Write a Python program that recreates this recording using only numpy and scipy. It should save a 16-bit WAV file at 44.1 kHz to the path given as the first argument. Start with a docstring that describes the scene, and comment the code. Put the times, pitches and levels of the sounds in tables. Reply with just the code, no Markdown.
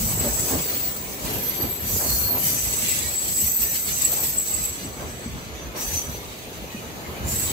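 """Slow train with squealing wheels

A slow passenger train heard from an open carriage door beside a wall. Rough track rumbles and roars as shaped
noise, and the bass near 65 Hz swells and fades. Axles over rail joints, knocks, clanks and rattles excite damped
modes. Wheel flanges rub the rail, hissing and grinding, and stick-slip makes the steel wheels squeal at their
modes. Two spaced microphone ports hear the bass much alike and the treble apart."""
import sys
import numpy as np
from scipy import signal
from scipy.fft import rfft, irfft, next_fast_len
from scipy.io import wavfile
from scipy.ndimage import uniform_filter1d, map_coordinates

SR = 44100
rng = np.random.default_rng(int(sys.argv[2]) if len(sys.argv) > 2 else 0)


def bounce(signal):
    """Save signal as a 16-bit WAV file at the path given by the first command-line argument."""
    frames = np.transpose(np.atleast_2d(signal))
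    limited = np.clip(frames, -1, 1)
    pcm = np.round(limited * 32767).astype(np.int16)
    wavfile.write(sys.argv[1], SR, pcm)


N = 331618
FLUTTER_DB_PER_S = 22  # knots a second in the level flutter of squeals and rings


def amp(db):
    """Decibels to an amplitude ratio."""
    return 10 ** (np.asarray(db) / 20)


def unit(x):
    """Normalisation to rms 1."""
    return x / np.sqrt(np.mean(x ** 2) + 1e-20)


def along(points, hz):
    """Interpolation of (frequency_hz, value) points on a logarithmic frequency axis."""
    f, v = np.transpose(points)
    return np.interp(np.log(hz + 1), np.log(f + 1), v)


def curves(rows):
    """Linear envelopes: one value per sample for each column after the time."""
    s, *cols = np.transpose(rows)
    return [np.interp(np.arange(N) / SR, s, c) for c in cols]


def wobble(rate, size=N):
    """Slow random modulation: a smooth curve through random knots, rate of them a second."""
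    knots = rng.standard_normal(int(N * rate / SR) + 4)
    return map_coordinates(knots, [np.arange(size) * rate / SR])


def filtered(x, response):
    """Linear filtering: the spectrum of x times a response of frequency."""
    m = next_fast_len(N + SR // 4)
    return irfft(rfft(x, m) * response(np.fft.rfftfreq(m, 1 / SR)), m)[..., :N]


def peak(hz, centre, width):
    """Simple resonance: gain 1 at the centre, 3 dB down at the edges of its width."""
    return 1 / np.sqrt(1 + (2 * (hz - centre) / width) ** 2)


def swell(s, length, rise):
    """Smooth force pulse: a squared sine on warped time; a smaller exponent rise peaks earlier."""
    out = np.zeros(N + SR)
    u = np.linspace(0, 1, round(length * SR))
    out[round(s * SR):][:len(u)] = np.sin(np.pi * u ** rise) ** 2
    return out[:N]


def bumps(t, times, gains_db, half_s):
    """Brief level changes: Gaussian bumps in dB, half_s from the centre to 1/e."""
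    return sum(db * np.exp(-((t - s) / half_s) ** 2) for s, db in zip(times, gains_db))


def skirt(half_hz, size):
    """Narrow-band noise: two complex noises through two cascaded one-pole low-passes, so flanks fall steeply."""
    z = rng.standard_normal((2, size)) + 1j * rng.standard_normal((2, size))
    for hz in half_hz, 3 * half_hz:
        z = signal.lfilter([1], [1, -np.exp(-2 * np.pi * hz / SR)], z)
    return z / np.std(z)


def diffuse(gain, broad_db, narrow_db):
    """Partial coherence: noise correlated by frequency between the ports, its level fluctuating by band."""
    # Correlation of the two ports: frequency_hz, correlation (-1 to 1)
    alike = [(80, .74), (430, .78), (690, .52), (860, .25), (980, 0), (1290, -.25), (1470, -.55),
             (1800, -.12), (2300, .1), (3300, -.25), (4000, .25), (5000, 0), (11000, 0), (13000, .15)]
    full_depth_hz = 1800  # the narrow-band fluctuation reaches full depth here
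    f, _, z = signal.stft(rng.standard_normal((2, N)), SR, nperseg=1024)
    narrow = uniform_filter1d(rng.standard_normal(z.shape[1:]), size=5, axis=1)
    broad = uniform_filter1d(narrow, size=12, axis=0)
    depth = np.clip(f / full_depth_hz, 0, 1)[:, None]
    field_db = broad_db * unit(broad) + narrow_db * depth * unit(narrow)
    # the fluctuation leaves the mean power of each band about unchanged
    field_db = field_db - field_db.var(1, keepdims=True) * np.log(10) / 20
    pair = signal.istft(z * amp(field_db), nperseg=1024)[1][:, :N]

    def split(hz):
        """Angle that shares power between sum and difference to give the correlation."""
        angle = np.arccos(np.clip(along(alike, hz), -1, 1)) / 2
        return gain(hz) * [np.cos(angle), np.sin(angle)]

    mid, side = filtered(pair, split)
    return np.array([mid + side, mid - side]) / np.std(mid)


def bass_swells(column, fade_s):
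    """Exponential envelopes: each swell grows quickly and decays with the time constant fade_s."""
    # Swells of the low rumble and boom: peak_s, boom_db, rumble_db
    swell_rows = [(.04, -33, -30), (.21, -31, -36), (.3, -24, -45), (.35, -32, -47), (.55, -27, -31),
                  (.87, -46, -48), (1.27, -35, -33), (1.37, -34, -33), (1.645, -32, -35),
                  (1.84, -36, -34.5), (1.945, -26.5, -31), (2.14, -24, -38), (2.4, -36, -40),
                  (2.46, -45, -35), (2.55, -45, -35.5), (2.64, -33, -44), (2.85, -51, -34),
                  (3.06, -33, -37), (3.25, -44, -50), (3.3, -48, -37.5), (3.45, -35, -31.5),
                  (3.63, -42, -43), (3.75, -42, -43), (3.92, -36, -37), (3.98, -44, -45), (4.25, -37, -37),
                  (4.54, -47, -41), (4.63, -37, -39), (4.71, -39, -41), (4.88, -44, -41), (5.06, -30, -45),
                  (5.28, -41, -37), (5.35, -30, -34.5), (5.47, -36, -43), (5.67, -37, -44),
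                  (5.88, -31, -46), (5.96, -30, -40), (6.09, -36, -30.5), (6.28, -37, -42),
                  (6.62, -34, -49), (6.76, -45, -45.5), (7.1, -36, -48), (7.265, -27, -32),
                  (7.35, -32, -34), (7.46, -33, -41)]
    rise_s = 0.026  # time constant
    t = np.arange(N) / SR
    total = 0
    for row in swell_rows:
        shape = np.exp(np.minimum((t - row[0]) / rise_s, (row[0] - t) / fade_s))
        total = total + amp(row[column]) * shape
    return total


def blows(events, modes, rise_s, scatter_db):
    """Impact response: each blow rings damped modes, the same at both ports, with scattered mode levels."""
    out, t = np.zeros(N + SR), np.arange(SR // 8) / SR
    scatter = scatter_db * rng.standard_normal((len(events), len(modes)))
    for (s, db), spread in zip(events, scatter):
        ring = 0
        for (hz, level, t60), extra_db in zip(modes, spread):
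            ring = ring + amp(level + extra_db - 60 * t / t60) * np.sin(2 * np.pi * hz * t)
        out[round(s * SR):][:len(t)] -= amp(db) * ring * (1 - np.exp(-t / rise_s))
    return out[:N]


def track(lumps):
    """Roughness excitation: rough rail shakes the carriage floor and roars off the wall as shaped noise."""
    # Rolling levels: time_s, rumble_db, roar_db
    roll = [(0, -31, -36.5), (.6, -44, -35.5), (.9, -43.5, -38.5), (1.33, -43, -34.5), (1.75, -47, -38.5),
            (2.0, -38.5, -37), (2.45, -45, -38), (2.95, -42, -39), (3.6, -57, -40.5), (4.1, -43, -39),
            (4.45, -56, -40), (5.0, -42, -37.5), (5.55, -52, -39), (5.85, -51, -36.5), (6.4, -51, -40),
            (7.1, -47.5, -36.5), (7.3, -32.5, -34), (7.52, -41, -36.5)]
    # Spectrum of the carriage rumble: frequency_hz, gain_db
    rumble_shape = [(20, -26), (35, -9), (50, 0.5), (65, -8), (85, 3), (100, 0), (120, 1), (160, -4.5),
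                    (240, -5.5), (340, -38)]
    # Spectrum of the rolling roar: frequency_hz, gain_db
    roar_shape = [(88, -3.5), (150, -2.5), (484, -5), (1020, -11.5), (1190, -11.5), (1940, -14.5),
                  (2450, -14.5), (2760, -16.5), (2980, -15.5), (5680, -25.5), (6140, -18), (7180, -21),
                  (7620, -36), (14200, -23), (16000, -107)]
    rumble_db, roar_db = curves(roll)
    ripple = wobble(24)
    shaking = np.hypot(amp(rumble_db + 2.6 * lumps), bass_swells(column=2, fade_s=0.036))
    rumble_noise = diffuse(lambda hz: amp(along(rumble_shape, hz)), broad_db=0.0, narrow_db=-4.0)
    roar_noise = diffuse(lambda hz: amp(along(roar_shape, hz)), broad_db=.7, narrow_db=4)
    rumble = shaking * amp(0.57 * ripple) * rumble_noise
    roar = amp(roar_db + 0.5 * lumps + 0.7 * ripple) * roar_noise
    return rumble + roar


def boom(lumps):
    """Narrow-band oscillation: the bass near 65 Hz swells and fades, nearly alike at both ports."""
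    floor_hz, idle_db = 65.1, -45  # idle: level between swells, before the lumps
    t = np.arange(N) / SR
    wander = 1.9 * np.array([wobble(18), wobble(18)])  # phase, radians
    mid, side = np.sin(2 * np.pi * floor_hz * t + wander)
    side = .38 * side
    swing = np.hypot(amp(idle_db + 5.1 * lumps), bass_swells(column=1, fade_s=0.027))
    return swing * amp(1.8 * wobble(22)) * np.array([mid + side, mid - side])


def joints():
    """Modal excitation: axles crossing gaps rattle sleepers and rail; a sharper step rings the higher modes."""
    # Axles over rail joints: start_s, level_db, length_s, treble_share (0 to 1)
    crossings = [(0.188, -30.5, 0.21, 0.58), (0.461, -27, 0.21, 0.49), (1.233, -32.5, 0.3, 0.44),
                 (1.565, -30.5, 0.19, 0.38), (1.98, -33.5, 0.22, 0.73), (2.273, -33.5, 0.065, 0.8),
                 (2.314, -31, 0.14, 0.47), (4.085, -40.5, 0.29, .8), (4.987, -37.5, 0.15, 0.58),
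                 (5.74, -39, 0.16, 0.9), (6.95, -43.5, 0.26, .8), (7.222, -37, 0.093, 0.3)]
    # Sleeper modes (first two), then higher rail modes: frequency_hz, width_hz, level_db
    rail_modes = [(259, 40, 1.5), (390, 53, 2.5), (575, 37, 0), (766, 290, -1.5), (1040, 110, -10),
                  (1590, 170, -11.5)]
    low_lag_s = 0.017  # the low modes answer after the step
    out = np.zeros((2, N))
    for modes, high in (rail_modes[:2], 0), (rail_modes[2:], 1):
        force = 0
        for s, db, length, share in crossings:
            part = share if high else 1 - share
            force = force + amp(db) * part * swell(s + low_lag_s * (1 - high), length, rise=0.52)
        ring = lambda hz: sum(amp(db) * peak(hz, c, w) for c, w, db in modes)
        out += amp(2.6 * wobble(45)) * force * diffuse(ring, broad_db=.8, narrow_db=1.0)
    return out


def rattles():
    """Damped oscillation: loose parts in the running gear knock, each at its own pitch."""
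    # Small knocks: start_s, level_db, pitch_hz
    loose_parts = [(0.124, -28, 178), (0.173, -20, 350), (0.244, -15, 565), (0.261, -18, 248),
                   (0.279, -27, 237), (0.324, -22, 579), (0.476, -22, 468), (0.599, -24, 151),
                   (0.658, -21, 450), (1.384, -27, 221), (1.399, -30, 506), (1.655, -23, 237),
                   (2.029, -27, 799), (2.255, -32, 183), (2.288, -28, 999), (2.291, -27, 638),
                   (2.302, -23, 678), (2.329, -26, 269), (2.439, -25, 175), (2.529, -26, 282),
                   (2.78, -29, 488), (2.886, -26, 396), (2.999, -31, 159), (3.287, -32, 151),
                   (3.39, -30, 223), (3.424, -28, 213), (3.539, -34, 412), (3.721, -34, 151),
                   (3.877, -28, 202), (4.054, -32, 240), (4.089, -32, 490), (4.169, -26, 842),
                   (4.225, -31, 280), (4.279, -28, 151), (4.392, -37, 423), (4.464, -34, 474),
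                   (4.601, -29, 183), (4.699, -31, 256), (4.774, -27, 277), (4.824, -28, 170),
                   (4.848, -22, 269), (4.966, -26, 272), (5.136, -31, 662), (5.195, -25, 546),
                   (5.351, -30, 304), (5.464, -33, 170), (5.565, -32, 439), (5.61, -33, 369),
                   (5.668, -33, 285), (6.446, -33, 538), (6.517, -24, 417), (6.641, -21, 482),
                   (6.81, -35, 269)]
    cycles, rise_s = 12.3, 0.0018  # cycles to die by 60 dB; time constant of the onset
    out, t = np.zeros(N + SR), np.arange(SR // 10) / SR
    for s, db, hz in loose_parts:
        decay = amp(db - 60 * t * hz / cycles)
        onset = 1 - np.exp(-t / rise_s)
        out[round(s * SR):][:len(t)] -= decay * np.sin(2 * np.pi * hz * t) * onset
    return out[:N]


def knocks():
    """Panel impact: dull blows ring a few heavily damped modes of the carriage body."""
    # Knocks: start_s, level_db
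    knock_rows = [(1.243, -26), (1.919, -23), (2.616, -43), (2.827, -17), (3.414, -44), (3.592, -21.5),
                  (5.259, -11), (5.276, -15), (6.622, -23), (6.746, -14), (7.215, -27), (7.242, -33)]
    # Panel modes: frequency_hz, level_db, t60_s
    panel = [(119, -20, 0.034), (214, 0, 0.038), (320, -20, 0.014)]
    return blows(knock_rows, panel, rise_s=0.0039, scatter_db=1.5)


def clanks():
    """Steel impact: sharp blows of wheel on rail end ring short modes with a quick onset."""
    # Blows: start_s, level_db
    clank_rows = [(0.21, -20), (0.248, -18), (0.271, -15), (0.476, -26), (0.496, -20), (0.516, -18),
                  (0.533, -24), (1.255, -26.5), (1.281, -23), (1.295, -23), (1.343, -28), (1.365, -19),
                  (1.444, -33), (1.636, -26), (1.961, -17), (2.02, -22), (2.064, -23), (2.288, -30),
                  (2.296, -25), (2.358, -22), (2.499, -22), (2.737, -17), (4.136, -28), (4.507, -25),
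                  (4.814, -30), (5.033, -26), (5.747, -35), (5.778, -36), (6.145, -18), (6.903, -22)]
    # Modes of a blow: frequency_hz, level_db, t60_s
    clank_modes = [(150, -8, 0.025), (270, -8, 0.022), (410, -5.5, 0.031), (587, -9.5, 0.022),
                   (796, -10, 0.021)]
    return blows(clank_rows, clank_modes, rise_s=0.0012, scatter_db=2.5)


def rings():
    """Modal ringing: a mode of wheel or rail sings for a moment, rough and fluttering."""
    # Brief rings: start_s, pitch_hz, level_db, length_s
    ring_rows = [(.22, 234, -29, .11), (.235, 580, -29, .07), (1.3, 2750, -43, .11), (1.35, 1670, -45, .1),
                 (1.88, 1906, -48, .18), (2.37, 3023, -40, .24), (2.74, 2727, -46, .45),
                 (2.93, 1900, -46, .25), (3.58, 1816, -46, .2), (5.78, 5390, -43, .08),
                 (5.8, 12940, -43, .16), (7.27, 12990, -39, .08), (3.95, 1900, -49, .2),
                 (6.3, 6036, -54, .8), (6.65, 2920, -48, .3), (6.64, 2500, -48, .2)]
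    rough_db, skirt_hz, flutter_db = -1, 25, 2.5
    out = np.zeros((2, N))
    for s, hz, db, length in ring_rows:
        span = slice(round(s * SR), round((s + length) * SR))
        t = np.arange(span.start, span.stop) / SR
        # phase drift and roughness are weaker below 1500 Hz
        drift = min(1.2, hz / 1500) * np.array([wobble(35, size=len(t)), wobble(35, size=len(t))])
        rough = min(1, hz / 1500) * amp(rough_db) * skirt(skirt_hz, size=len(t))
        swing = np.exp(1j * drift) + rough
        flutter = flutter_db * wobble(FLUTTER_DB_PER_S, size=len(t))
        level = amp(db + flutter) * swell(s, length, rise=0.92)[span]
        out[:, span] += level * np.real(swing * np.exp(2j * np.pi * hz * t))
    return out


def metallic_grains():
    """Granular texture: many short random sine notes, 2 to 5.8 kHz, make the grind metallic."""
    count, length_s = 2600, .042
    low_hz, high_hz = 2000, 5800
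    when, pitch, luck, lean = rng.random((count, 4)).T
    t = np.arange(round(length_s * SR))
    hz = low_hz * (high_hz / low_hz) ** pitch
    strength = amp(-3.5 * np.log(1 - .95 * luck))[:, None]  # few notes are loud
    envelope = np.sin(np.pi * (t / len(t)) ** .6) ** 2
    notes = strength * envelope * np.sin(2 * np.pi * np.outer(hz, t) / SR)
    at = ((when * N).astype(int)[:, None] + t).ravel()
    angle = np.pi * lean - np.pi / 4  # outside the first quadrant the ports oppose
    ports = []
    for gain in (np.cos(angle), np.sin(angle)):
        ports.append(np.bincount(at, (notes * gain[:, None]).ravel(), N + len(t))[:N])
    return unit(np.array(ports))


def flange(chatter):
    """Friction noise: the rubbing flange hisses through the modes of the rim; the treads grind lower down."""
    # Flange against rail: time_s, hiss_db, grind_db
    rub = [(0, -32, -48.5), (.27, -31, -48), (.5, -27, -41), (.67, -31.5, -40), (1.03, -39.5, -49),
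           (1.19, -37.5, -48), (1.28, -32, -41.5), (1.55, -39.5, -43), (1.8, -46, -47.5),
           (1.88, -32, -43.5), (1.95, -26.5, -46), (2.15, -26.5, -46.5), (2.33, -37.5, -45),
           (2.47, -24, -38.5), (2.7, -30.5, -44.5), (2.88, -26.5, -33.5), (3.15, -32.5, -41.5),
           (3.46, -27.5, -44), (3.58, -33.5, -47), (3.82, -33.5, -47), (4.0, -29.5, -39), (4.25, -29, -41),
           (4.42, -35.5, -47.5), (4.61, -33.5, -42.5), (4.9, -44, -51), (5.28, -51.5, -50),
           (5.745, -53, -53), (5.77, -37, -45), (5.82, -29, -40), (5.88, -32.5, -45), (5.96, -32.5, -44),
           (6.06, -38, -47.5), (6.2, -47.5, -47), (7.235, -49, -52.5), (7.29, -28.5, -45), (7.52, -33, -43)]
    # Moments of harder grip: centre_s, hiss_gain_db, grind_gain_db
    grips = [(.02, 2.5, 5.5), (.12, 2, 7), (.23, 1, 10.5), (2.73, 2.5, 6.5), (3.28, 1, 3.5),
             (3.45, -0.5, 2.5), (3.63, 6, 6), (3.76, 5, 10.5), (3.89, 4, 7), (4.25, 1.5, 2), (4.48, 3, 2.5),
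             (4.82, -0.5, 4), (5.81, 0, 0.5), (5.95, 2, 4), (7.48, 0.5, 3)]
    # Wheel modes that colour the rub: frequency_hz, width_hz, level_db (over the hiss, which it adds to)
    rims = [(4331, 60, -5), (4680, 70, -2), (4953, 25, 2), (6036, 60, -3), (6220, 220, -5), (7724, 70, 2),
            (9403, 70, 2), (11074, 30, 0), (11370, 80, 0), (12323, 90, 0), (12674, 50, -2), (12940, 28, 6),
            (13150, 110, 0), (14046, 90, -3), (15062, 60, 2), (15452, 40, 1)]
    # Spectrum of the hiss: frequency_hz, gain_db
    hiss_shape = [(3500, -17), (5000, -5.5), (6000, -2), (7500, 2), (8500, -2), (10000, -3), (12500, -3),
                  (14500, -0.5), (16000, -2.5)]
    # Spectrum of the grind: frequency_hz, gain_db
    grind_shape = [(1300, -13), (1900, -3.5), (2300, -3), (2900, -3.5), (3800, -2.5), (4600, -1.5),
                   (5500, -13)]
    grip_half_s, grains_db = 0.034, -2
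    t = np.arange(N) / SR
    hiss_db, grind_db = curves(rub)
    grip_s, hiss_lift, grind_lift = np.transpose(grips)
    hiss_db = hiss_db + bumps(t, grip_s, hiss_lift, grip_half_s)
    grind_db = grind_db + bumps(t, grip_s, grind_lift, grip_half_s)
    surge = wobble(11)

    def hiss_gain(hz):
        """Resonant colouring: broad hiss lifted at the rim modes."""
        return amp(along(hiss_shape, hz)) * (1 + sum(amp(db) * peak(hz, c, w) ** 2 for c, w, db in rims))

    hiss_noise = diffuse(hiss_gain, broad_db=0.9, narrow_db=3.5)
    hiss = amp(hiss_db + 0.59 * surge + 0.42 * chatter) * hiss_noise
    grind_noise = diffuse(lambda hz: amp(along(grind_shape, hz)), broad_db=.2, narrow_db=5)
    grind = grind_noise + amp(grains_db) * metallic_grains()
    return hiss + amp(grind_db + .3 * surge + .8 * chatter) * grind


def squeals(chatter):
    """Stick-slip oscillation: friction keeps a wheel mode swinging; rough contact shakes its size and phase."""
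    # Squealing modes: pitch_hz, wander_rad (scales the phase curves), skirt_half_hz,
    # skirt_over_hz (centre above the mode), skirt_db (over the line)
    wheel = [(4331, 1.6, 60, 10, 7), (4685, 1.2, 60, 0, 5), (6036, 1.2, 55, 5, 2), (7150, 1.5, 150, 50, 7),
             (7724, .9, 42, 0, 1), (12323, .6, 100, 65, -.5), (12674, .7, 45, 0, 3), (14046, .6, 95, 60, 3),
             (15062, .9, 45, 15, 1), (5840, 1.5, 60, 0, 6), (13180, 1.5, 50, 0, 8), (13760, 1.5, 50, 0, 8),
             (6190, 1.5, 60, 0, 6)]
    # For each mode, one curve for each squeal: time_s, level_db
    squeal_curves = [
        [[(.66, -56), (.69, -43), (.78, -49), (.85, -46), (.92, -56)], [(1.55, -53), (1.65, -45), (1.7, -58)],
         [(1.95, -64), (2.1, -33), (2.21, -41), (2.31, -36.5), (2.45, -63)]],
        [[(.6, -55), (.66, -41), (.76, -58)], [(1.54, -51), (1.62, -45), (1.68, -60)]],
        [[(.02, -52), (.065, -39), (.12, -52)], [(1.2, -58), (1.3, -61), (1.55, -46), (1.72, -55)],
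         [(1.85, -45), (1.9, -40), (2.0, -55), (2.1, -39), (2.3, -50)], [(2.38, -58), (2.49, -40), (2.56, -48),
         (2.76, -46), (3, -49)], [(3.55, -51), (3.7, -37), (3.78, -41), (3.89, -51), (3.92, -39), (4.3, -61),
         (4.6, -45), (4.75, -49), (4.97, -52), (5.1, -52), (5.5, -58), (5.62, -50.5), (5.72, -57)],
         [(5.78, -53), (5.83, -39), (5.9, -31.5), (5.99, -31.5), (6.08, -43), (6.11, -48), (6.15, -45),
         (6.19, -43), (6.21, -58), (6.26, -49), (6.32, -60)]],
        [[(7.24, -50), (7.29, -31), (7.36, -43)]],
        [[(0, -36), (.36, -31), (.6, -39), (.72, -43), (.92, -42), (1.2, -54)], [(1.45, -54), (1.63, -42),
         (1.85, -47.5), (2.02, -41), (2.16, -35), (2.34, -52), (2.54, -46), (2.59, -32), (2.78, -31.5),
         (3.1, -31.5), (3.4, -26.5), (3.57, -36), (3.95, -32.5), (4.1, -29), (4.3, -34), (4.65, -29),
         (4.8, -43.5), (4.96, -50.5), (5.25, -44.5), (5.5, -61)], [(5.98, -56), (6.07, -57), (6.25, -62),
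         (6.39, -59), (6.6, -67)], [(7.27, -49), (7.33, -38), (7.49, -33), (7.52, -34)]],
        [[(1.27, -42), (1.34, -33), (1.5, -31.5), (1.68, -29), (1.74, -37), (1.9, -31), (2.2, -31.5),
         (2.3, -28.5), (2.49, -28), (2.54, -35), (2.64, -36), (2.8, -39), (3.1, -48)], [(5.82, -54),
         (5.88, -37), (5.97, -52), (6.1, -51), (6.18, -44), (6.26, -58)]],
        [[(2.5, -36), (2.7, -46), (2.84, -52), (3.06, -43), (3.42, -42), (3.54, -54), (3.63, -45), (3.92, -37),
         (4.1, -38), (4.2, -50), (4.5, -46), (4.65, -35), (4.8, -59)], [(7.33, -46), (7.42, -38), (7.5, -46)]],
        [[(0, -33), (.15, -31), (.2, -38), (.6, -45)], [(1.88, -46), (2.02, -37), (2.3, -38), (2.5, -49)],
         [(3.3, -44), (3.45, -27.5), (3.72, -30.5), (3.87, -38)], [(4.03, -38), (4.12, -29.5), (4.3, -32),
         (4.45, -39), (4.7, -48)]],
        [[(0, -42), (.4, -38), (.55, -35), (.65, -32), (.95, -33.5), (1.12, -45), (1.25, -54)], [(1.88, -48),
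         (2.06, -41), (2.14, -35), (2.34, -37), (2.39, -49), (2.5, -44)], [(7.35, -52), (7.45, -44),
         (7.52, -50)]],
        [[(5.75, -48), (5.78, -42), (5.82, -41), (5.88, -57)]],
        [[(1.9, -48), (2.1, -42), (2.25, -50)], [(3.2, -45), (3.28, -36), (3.5, -52), (3.63, -42), (3.74, -44),
         (4.0, -42), (4.2, -50)]],
        [[(3.55, -50), (3.7, -43), (3.82, -44), (4.05, -44)]],
        [[(.36, -50), (.43, -41), (.55, -51)], [(2.42, -46), (2.52, -38), (2.7, -42), (3.0, -49)], [(3.44, -52),
         (3.5, -38), (3.56, -50)], [(3.88, -50), (3.94, -36), (4.02, -47)]],
    ]
    # For each mode, moments when its squeal flares up: centre_s, gain_db
    flare_rows = [
        [],
        [],
        [],
        [],
        [(.132, 5.5), (.206, 8), (.344, 7.5), (.928, 6), (1.72, 7), (1.78, 6), (2.735, 11.5), (2.83, 3),
         (2.89, 7.5), (2.99, 4), (3.095, 0), (3.14, 6.5), (3.6, 8), (3.76, 5), (3.86, 5), (3.93, 7),
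         (4.021, 12.5), (4.052, 11.5), (4.385, 9), (4.545, 7), (4.65, 1), (7.364, 10.5)],
        [(1.494, 10), (1.808, 5), (1.976, 3), (2.094, 2), (2.314, 4.5), (2.468, 5), (2.79, 7), (2.894, 10)],
        [(3.92, 8)],
        [(.072, 6), (3.476, 5), (3.57, 6), (3.72, 3), (4.118, 4), (4.236, 9), (4.302, 4), (4.396, 5)],
        [(.476, 6), (.772, 4)],
        [],
        [],
        [],
        [],
    ]
    flutter_db, flare_half_s, fade_s = 2.2, 0.0085, 0.01
    out = np.zeros((2, N))
    for (hz, wander, half_hz, over_hz, rough_db), tables, flares in zip(wheel, squeal_curves, flare_rows):
        for rows in tables:
            s, db = np.transpose(rows)
            start = round(s[0] * SR)
            t = np.arange(start, min(round(s[-1] * SR), N)) / SR
            span = slice(start, start + len(t))
            pair = lambda rate: np.array([wobble(rate, size=len(t)), wobble(rate, size=len(t))])
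            steady = np.exp(1j * wander * (pair(40) + 3 * pair(6)))
            rough = amp(rough_db) * skirt(half_hz, size=len(t)) * np.exp(2j * np.pi * over_hz * t)
            # two paths, straight and off the wall, add at one port and oppose at the other
            near, wall = unit(np.real(np.exp(2j * np.pi * hz * t) * (steady + rough)))
            flutter = flutter_db * wobble(FLUTTER_DB_PER_S, size=len(t))
            flare = bumps(t, *np.reshape(flares, (-1, 2)).T, flare_half_s)
            # a squeal already sounding at time 0 has no fade-in
            since_start = t - s[0] + (s[0] == 0)
            fade = np.clip(np.minimum(since_start, s[-1] - t) / fade_s, 0, 1)
            level = fade * amp(np.interp(t, s, db) + flutter + flare + 0.31 * chatter[span])
            out[:, span] += level * np.array([near + 1.0 * wall, near - 0.95 * wall])
    return out


def scene():
    """Superposition: all sources add, some sharing the bumps of the rail or the chatter of the flange."""
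    chatter = wobble(25) + 1.34 * wobble(70)  # the flange catches and lets go
    lumps = wobble(16)  # small bumps of the rail
    background = track(lumps) + boom(lumps) + joints()
    hits = rattles() + knocks() + clanks()
    return background + hits + rings() + flange(chatter) + squeals(chatter)


def record(dry):
    """Phase difference and band limits: the right port leads in the low mids; deep bass and top are cut."""
    # Phase lead of the right port over the left: frequency_hz, lead_rad
    right_leads = [(200, 0), (520, .3), (700, .55), (870, .8), (1000, 0)]
    bass_cut_hz, top_hz = 48, 15750

    def response(hz):
        """Second-order bass roll-off and a sharp upper limit, half the lead applied to each port."""
        lead = np.exp(.5j * np.outer([-1, 1], along(right_leads, hz)))
        bass_cut = hz ** 2 / np.hypot(hz ** 2, bass_cut_hz ** 2)
        return lead * (hz < top_hz) * bass_cut

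    return filtered(dry, response)


dry = scene()
out = record(dry)
bounce(out)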